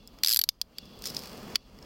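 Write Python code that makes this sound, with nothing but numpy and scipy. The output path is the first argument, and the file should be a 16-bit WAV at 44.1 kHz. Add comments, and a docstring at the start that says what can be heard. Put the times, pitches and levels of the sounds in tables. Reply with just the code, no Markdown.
"""Handcuffs ratcheting shut

Steel handcuffs close on a wrist outdoors, built from decaying steel modes and filtered noise bursts.
The pawl races over the ratchet teeth and slows to single clicks; then links jingle and a last clack lands.
A sleeve rustles as shaped noise with tiny fibre catches, over dull handling, far noise and shrill bands.
A gain control ducks the mix at loud clicks and lets the background swell back over a steady rumble."""
import sys
import numpy as np
from scipy import signal
from scipy.fft import rfft, irfft
from scipy.io import wavfile
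from scipy.ndimage import uniform_filter1d, minimum_filter1d

SR = 44100
rng = np.random.default_rng(int(sys.argv[2]) if len(sys.argv) > 2 else 0)


def wrap_up_sound(samples):
    """Save the sound to the file named by the first command line argument, as 16-bit audio."""
    columns = np.atleast_2d(samples).T
    # keep every value between -1 and 1, then stretch to whole-number steps
    tamed = np.clip(columns, -1, 1)
    steps = np.round(tamed * 32767).astype(np.int16)
    wavfile.write(sys.argv[1], SR, steps)


N = 81585  # length in samples

# The pawl drops over the teeth. Each row: start in seconds, level in dB, pitch ratio of the body modes,
# rebound delay in ms, low knock trim in dB, brightness in dB, high ping trim in dB, low edge in Hz.
CLICKS = [(0.235, 2.5, 0.9, 1.4, 5, 4, 0.5, 89), (0.2467, 0.5, 0.94, .8, -5, -5.5, -10, 890),
          (0.2613, -4, 0.95, 1.12, -6.5, 2.5, -0.5, 1150), (0.2724, -0.5, 1.0, 1.0, 2, 4, 4, 1120),
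          (0.2835, -3, 0.93, 1.2, 1.5, 6.5, 2, 1150), (0.2922, -3, 0.99, .8, -1.5, 10, 1, 1150),
          (0.3013, -5.5, 1.0, 2.7, 6, 3.5, 3, 1157), (.3113, -5, 0.95, 1.6, 1, 8, 0, 1150),
          (0.3187, -5, 1, 1.5, 0, 6.5, 4.5, 1144), (0.3268, -4, 0.97, 1.2, -8, 7, 1, 1150),
          (0.3346, -4, 0.88, 1.0, -8, 5.5, 8.5, 1140), (.3450, -5.5, 0.95, 1.0, 2.5, 13, 0.5, 1158),
          (.3613, -4, .95, 1.2, -0.5, 0, 12.5, 817), (0.3706, -4.5, .94, .8, -2.5, 9, 4.5, 800),
          (0.3909, 0, .93, 2.6, 2, 3.5, 11.5, 594), (.4144, -4, 0.91, 1.6, -7, 6, 3.5, 600),
          (0.4381, -5.5, .95, 0.717, -5, 3.5, 3, 1290), (0.4895, 2, .99, 1.4, -11.5, 1, -1, 1090),
          (0.6147, -8, 0.97, 1.2, -17, 0.5, -38, 498), (0.784, -24, 0.92, .6, 5, -3, -24, 1400),
          (1.5569, -2.5, 0.918, .66, 9.5, -18, 6, 150)]
# Light touches of the links and the bow. Each row: start in seconds, level in dB, low knock trim in dB,
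# brightness in dB.
TOUCHES = [(0.0747, -37, -16, 12), (0.0784, -47, -4, -1), (0.187, -47, 14.5, -19), (0.2337, -13, 8, -12),
           (.855, -49, -2.5, 1), (.990, -54, -11, 16), (1.0217, -43.5, 9, 13.5), (1.04, -40, 11, -7),
           (1.056, -33.5, 0, 3), (1.0613, -41.5, -6, 13), (1.064, -43.5, -1, -2), (1.070, -38, 0, 9),
           (1.0735, -46, 4, 19), (1.078, -52, 8, 13), (1.085, -47, 0, -2), (1.1026, -45, 2, 15),
           (1.1462, -44.5, 0, 2), (1.1481, -44, 4.5, 8), (1.166, -34.5, -11, -17), (1.167, -34, -5, -17),
           (1.1911, -42, 5, 8), (1.2578, -48, 9, 8), (1.550, -43.5, 19, -4), (1.5556, -9.5, 11, -25),
           (1.788, -45.5, 20, -20.5), (1.826, -44, 6, -13)]
# Ringing modes of the cuff: its body, its edges and its highest pings. Each row: frequency in Hz
# (at pitch ratio 1 for the body), relative level in dB, t60 in seconds before the grip chokes it.
BODY_MODES = [(3543, -8.5, 0.0059), (4203, -7, 0.0084), (4642, 0, 0.005), (5033, 0, 0.012),
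              (5530, -7.5, 0.0067), (6354, -9.5, 0.0079)]
EDGE_MODES = [(7540, -15, 0.0046), (9520, -15.5, 0.0036), (12740, -25, 0.0046), (14100, -15, .005),
              (14950, -18, 0.006)]
PING_MODES = [(11320, -15, .008), (12170, -11.5, 0.0043)]
# Steel sliding on steel. Each row: time in seconds, level in dB.
SLIDE = [(1.0, -76.5), (1.035, -50), (1.06, -39), (1.1, -43.5), (1.13, -52.5), (1.17, -50), (1.22, -51.5),
         (1.55, -75)]
# How hard the sleeve rubs. Each row: time in seconds, level in dB before the waver.
RUB = [(0, -51), (.2, -54.5), (.3, -64), (.7, -51.5), (.86, -52), (1.0, -53), (1.1, -50), (1.3, -48),
       (1.5, -46.5), (1.6, -51), (1.85, -47)]
# Colour of the rubbing knit. Each row: frequency in Hz, relative density in dB per Hz.
CLOTH = [(35, -37.5), (60, -2.5), (96, -13), (176, 0), (346, -1.5), (480, -2), (1740, -14.5), (2840, -15),
         (3760, -41.5), (4640, -16), (10000, -30), (14600, -32), (16000, -43)]
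# Colour of the fibre catches. Each row: frequency in Hz, relative gain in dB.
FIBRE_COLOUR = [(200, 0.5), (1200, 6), (2500, -10), (4800, -2.5), (7500, -13.5), (15000, -15.5)]
# The arm shifts against the microphone's housing. Each row: time in seconds, level in dB.
SHIFT = [(0, -49), (.1, -50.5), (.2, -50.5), (.45, -61), (.7, -57.5), (.86, -44.5), (1.0, -51.5),
         (1.3, -65), (1.55, -47), (1.7, -44.5), (1.85, -43.5)]
# Colour of the outdoor background. Each row: frequency in Hz, relative density in dB per Hz.
AIR = [(15, -35), (25, -7), (236, 4), (344, -17.5), (427, -1), (734, -11), (1260, -10), (1650, -38),
       (2910, -20), (3160, -10.5), (3430, -25.5), (3720, -21.5), (4870, -16.5), (6050, -44), (16000, -22)]
# Faint far-off shrill bands. Each row: centre in Hz, width of each of two resonances in Hz,
# level in dB before the swell.
SHRILL = [(2780, 310, -63), (3405, 120, -60), (4470, 1600, -58.5)]
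# Swell of all the shrill bands together. Each row: time in seconds, added level in dB.
SHRILL_SWELL = [(0, 7), (.2, -6), (.55, -11.5), (.7, -15), (.78, 9), (.93, 1.5), (1.05, -2.5), (1.5, -4),
                (1.62, 7.5), (1.75, -4), (1.85, -3)]

REBOUND_DB, STRIKE_SPREAD_DB = -3.5, 1.5
GRIP_S = 0.0028  # the fingers choke the ring by a factor e within this time
CRACK_DB, CRACK_T60_S = -7.5, 0.0042
KNOCK_DB, KNOCK_T60_S, KNOCK_BAND_HZ = -10.98, .009, (1460, 3030)  # level before each row's trim
THUD_DB, THUD_HZ = -12, 421  # level before half the knock trim
HISS_BED_S, HISS_BED_DB = (.25, .358), -20  # start and end, during the fast run
SNAG_S, SNAGS_PER_S, SNAG_DB = (1.17, 1.4), 59, -55.5  # while the bow is pressed home
FIBRES_PER_S, FIBRE_DB, FIBRE_SPREAD_DB = 400, -15.5, 5.5  # level relative to the rush
RUB_WAVER_DB, RUB_WAVER_HZ = 1.5, 25.33
SHIFT_HZ, SHIFT_WIDTH_HZ, SHIFT_SUB_DB = 208.6, 110, -4
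CHEST_ECHO_S, CHEST_ECHO_DB = .0031, -14.5
SCATTER_DB, SCATTER_T60_S = -23, 0.033
YARD_DB, YARD_T60_S = -40, .3
AIR_DB = -49.5
CEILING_DB, RELEASE_DB_PER_S, START_DUCK_DB = -17, 39.5, 15
RUMBLE_DB, RUMBLE_HZ = -62.5, 54.3
CUTOFF_HZ = 16100


def from_db(db):
    """Decibels to gain."""
    return 10 ** (np.asarray(db) / 20)


def rms_one(x):
    """Scale to unit power."""
    return x / np.sqrt(np.mean(x ** 2) + 1e-20)


def in_time(rows):
    """Read a breakpoint curve at every sample."""
    return np.interp(np.arange(N) / SR, *np.transpose(rows))


def filtered(x, hz, kind, order=2):
    """Butterworth filter."""
    return signal.sosfilt(signal.butter(order, hz, kind, fs=SR, output="sos"), x)


def coloured(x, spectrum):
    """Shape a noise or grain stream with a spectrum; unit power."""
    hz, db = np.transpose(spectrum)
    bins = np.maximum(np.fft.rfftfreq(N, 1 / SR), 1)
    gain = from_db(np.interp(np.log(bins), np.log(hz), db))
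    return rms_one(irfft(rfft(x) * gain, N))


def resonance(x, hz, width_hz):
    """Two-pole band-pass."""
    r = np.exp(-np.pi * width_hz / SR)
    zeros = np.array([1, 0, -1]) * (1 - r * r) / 2
    poles = [1, -2 * r * np.cos(2 * np.pi * hz / SR), r * r]
    return signal.lfilter(zeros, poles, x)


def dying(t, t60):
    """Exponential decay that starts at t = 0."""
    return (t >= 0) * np.exp(-np.log(1000) * np.abs(t) / t60)


def add(out, s, sound):
    """Mix a short sound in at time s."""
    start = int(s * SR)
    out[start:start + len(sound)] += sound[:N - start]


def grains(per_s, spread_db):
    """Random tiny impacts of uneven size and either polarity."""
    sizes = from_db(spread_db * np.minimum(rng.exponential(1, N), 4))
    hits = rng.random(N) < per_s / SR
    return hits * sizes * rng.choice([-1, 1], N)


def ring(t, modes, pitch=1):
    """Struck modes decay as sines, each with a slightly different strength on every blow."""
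    out = 0
    for k, (hz, db, t60) in enumerate(modes):
        strength = from_db(db + STRIKE_SPREAD_DB * rng.standard_normal())
        polarity = (-1) ** k
        out = out + polarity * strength * np.sin(2 * np.pi * hz * pitch * t) * dying(t, t60)
    return out


def strike(pitch, rebound_ms, knock_db, bright_db, ping_db, edge_hz):
    """Steel hits steel and rebounds once: modes, crack, knock and thud; energy of 10 ms at unit power."""
    t = np.arange(SR // 25) / SR
    out = 0
    for age, gain in ((t, 1), (t - rebound_ms / 1000, from_db(REBOUND_DB))):
        crack_burst = rng.standard_normal(len(t)) * dying(age, CRACK_T60_S)
        crack = from_db(CRACK_DB) * filtered(crack_burst, 2400, "high")
        knock_burst = rng.standard_normal(len(t)) * dying(age, KNOCK_T60_S)
        knock = from_db(KNOCK_DB + knock_db) * filtered(knock_burst, KNOCK_BAND_HZ, "band", order=3)
        thud_burst = rng.standard_normal(len(t)) * dying(age, KNOCK_T60_S)
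        thud = from_db(THUD_DB + knock_db / 2) * filtered(thud_burst, THUD_HZ, "low")
        pings = from_db(ping_db) * ring(age, PING_MODES)
        treble = from_db(bright_db) * (ring(age, EDGE_MODES) + pings)
        blow = ring(age, BODY_MODES, pitch) + treble + crack + knock + thud
        out = out + gain * blow * np.exp(-(age / GRIP_S) ** 2)
    out = filtered(out, edge_hz, "high", order=4)
    return out / np.sqrt(np.sum(out ** 2) / (SR / 100))


def ratchet():
    """The pawl snaps into tooth after tooth, over a steady bed of bright grainy hiss during the fast run."""
    t = np.arange(N) / SR
    hiss_bed = rms_one(filtered(grains(per_s=2900, spread_db=2.5), 4000, "high"))
    out = from_db(HISS_BED_DB) * hiss_bed * (t > HISS_BED_S[0]) * (t < HISS_BED_S[1])
    for s, db, *colour in CLICKS:
        add(out, s, from_db(db) * strike(*colour))
    return out


def links():
    """Loose parts touch as faint strikes and slide over each other as dense streams of tiny slips."""
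    out = np.zeros(N)
    for s, db, knock_db, bright_db in TOUCHES:
        pitch = 1.007 * rng.uniform(1.0, 1.03)
        rebound_ms = rng.uniform(0.37, 1.4)
        touch = strike(pitch, rebound_ms, knock_db, bright_db, ping_db=-13, edge_hz=290)
        add(out, s, from_db(db) * touch)
    slips = grains(per_s=2200, spread_db=2.5)
    steel_band = rms_one(resonance(slips, hz=5060, width_hz=900))
    hiss = rms_one(filtered(slips, 5000, "high"))
    return out + from_db(in_time(SLIDE)) * (steel_band + from_db(-3.5) * hiss)


def snags():
    """Threads catch on the steel and let go with tiny ticks, one strike repeated at random."""
    t = np.arange(N) / SR
    tick = strike(pitch=0.96, rebound_ms=0.924, knock_db=6, bright_db=5, ping_db=-13, edge_hz=670)
    ticks = signal.fftconvolve(grains(SNAGS_PER_S, spread_db=2.5), tick)[:N]
    return from_db(SNAG_DB) * rms_one(ticks) * (t > SNAG_S[0]) * (t < SNAG_S[1])


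def sleeve():
    """Knit fabric rubs unevenly: a soft rush with tiny catches of its fibres."""
    rush = coloured(rng.standard_normal(N), CLOTH)
    catches = coloured(grains(FIBRES_PER_S, FIBRE_SPREAD_DB), FIBRE_COLOUR)
    waver = rms_one(filtered(rng.standard_normal(N), RUB_WAVER_HZ, "low"))
    pressure = from_db(in_time(RUB) + RUB_WAVER_DB * waver)
    return pressure * (rush + from_db(FIBRE_DB) * catches)


def handling():
    """Dull rubbing carried through the clothes into the microphone: a low resonance and a sub band."""
    body = rms_one(resonance(rng.standard_normal(N), SHIFT_HZ, SHIFT_WIDTH_HZ))
    body = filtered(body, 2 * SHIFT_HZ, "low")
    sub = rms_one(filtered(rng.standard_normal(N), [25, 65], "band"))
    return from_db(in_time(SHIFT)) * (body + from_db(SHIFT_SUB_DB) * sub)


def surroundings(x):
    """An echo off the chest, scatter from the arms and a faint outdoor tail."""
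    t = np.arange(SR // 2) / SR
    response = np.zeros(len(t))
    for db, t60 in ((SCATTER_DB, SCATTER_T60_S), (YARD_DB, YARD_T60_S)):
        tail = rng.standard_normal(len(t)) * dying(t - CHEST_ECHO_S, t60)
        response += from_db(db) * tail / np.sqrt(np.sum(tail ** 2))
    response[int(CHEST_ECHO_S * SR)] += from_db(CHEST_ECHO_DB)
    return x + signal.fftconvolve(x, response)[:N]


def outdoors():
    """Steady far noise with faint shrill bands of resonated noise that swell and fade."""
    shrill = np.zeros(N)
    for hz, width_hz, db in SHRILL:
        band = resonance(rng.standard_normal(N), hz, width_hz)
        band = resonance(band, hz, width_hz)  # a second pass steepens the skirts
        shrill += from_db(db) * rms_one(band)
    air = from_db(AIR_DB) * coloured(rng.standard_normal(N), AIR)
    return air + from_db(in_time(SHRILL_SWELL)) * shrill


def scene():
    """Cuffs in their surroundings, then sleeve, handling and the open air."""
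    steel = surroundings(ratchet() + links() + snags())
    return (steel + sleeve() + handling() + outdoors())[None]


def gain_control(x):
    """Turn down just ahead of any short-term level over the ceiling, then recover at a steady rate."""
    power = uniform_filter1d(x ** 2, size=176)  # 4 ms average
    level_db = 10 * np.log10(np.maximum(power, 1e-12))
    over_db = np.maximum(level_db - CEILING_DB, 0)
    over_db[0] = START_DUCK_DB  # the sound opens already turned down
    recovery_db = RELEASE_DB_PER_S * np.arange(N) / SR
    gain_db = recovery_db - np.maximum.accumulate(over_db + recovery_db)
    early_db = minimum_filter1d(gain_db, size=130)  # look ahead about 1.5 ms
    return x * from_db(uniform_filter1d(early_db, size=60))


def record(dry):
    """Gain control, a faint steady rumble and the top cut."""
    low_noise = filtered(rng.standard_normal(N), [RUMBLE_HZ / 2, RUMBLE_HZ], "band", order=1)
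    out = gain_control(dry[0]) + from_db(RUMBLE_DB) * rms_one(low_noise)
    top_cut = signal.ellip(10, .3, 75, CUTOFF_HZ, fs=SR, output="sos")
    return signal.sosfilt(top_cut, out)[None]


dry = scene()
out = record(dry)
wrap_up_sound(out)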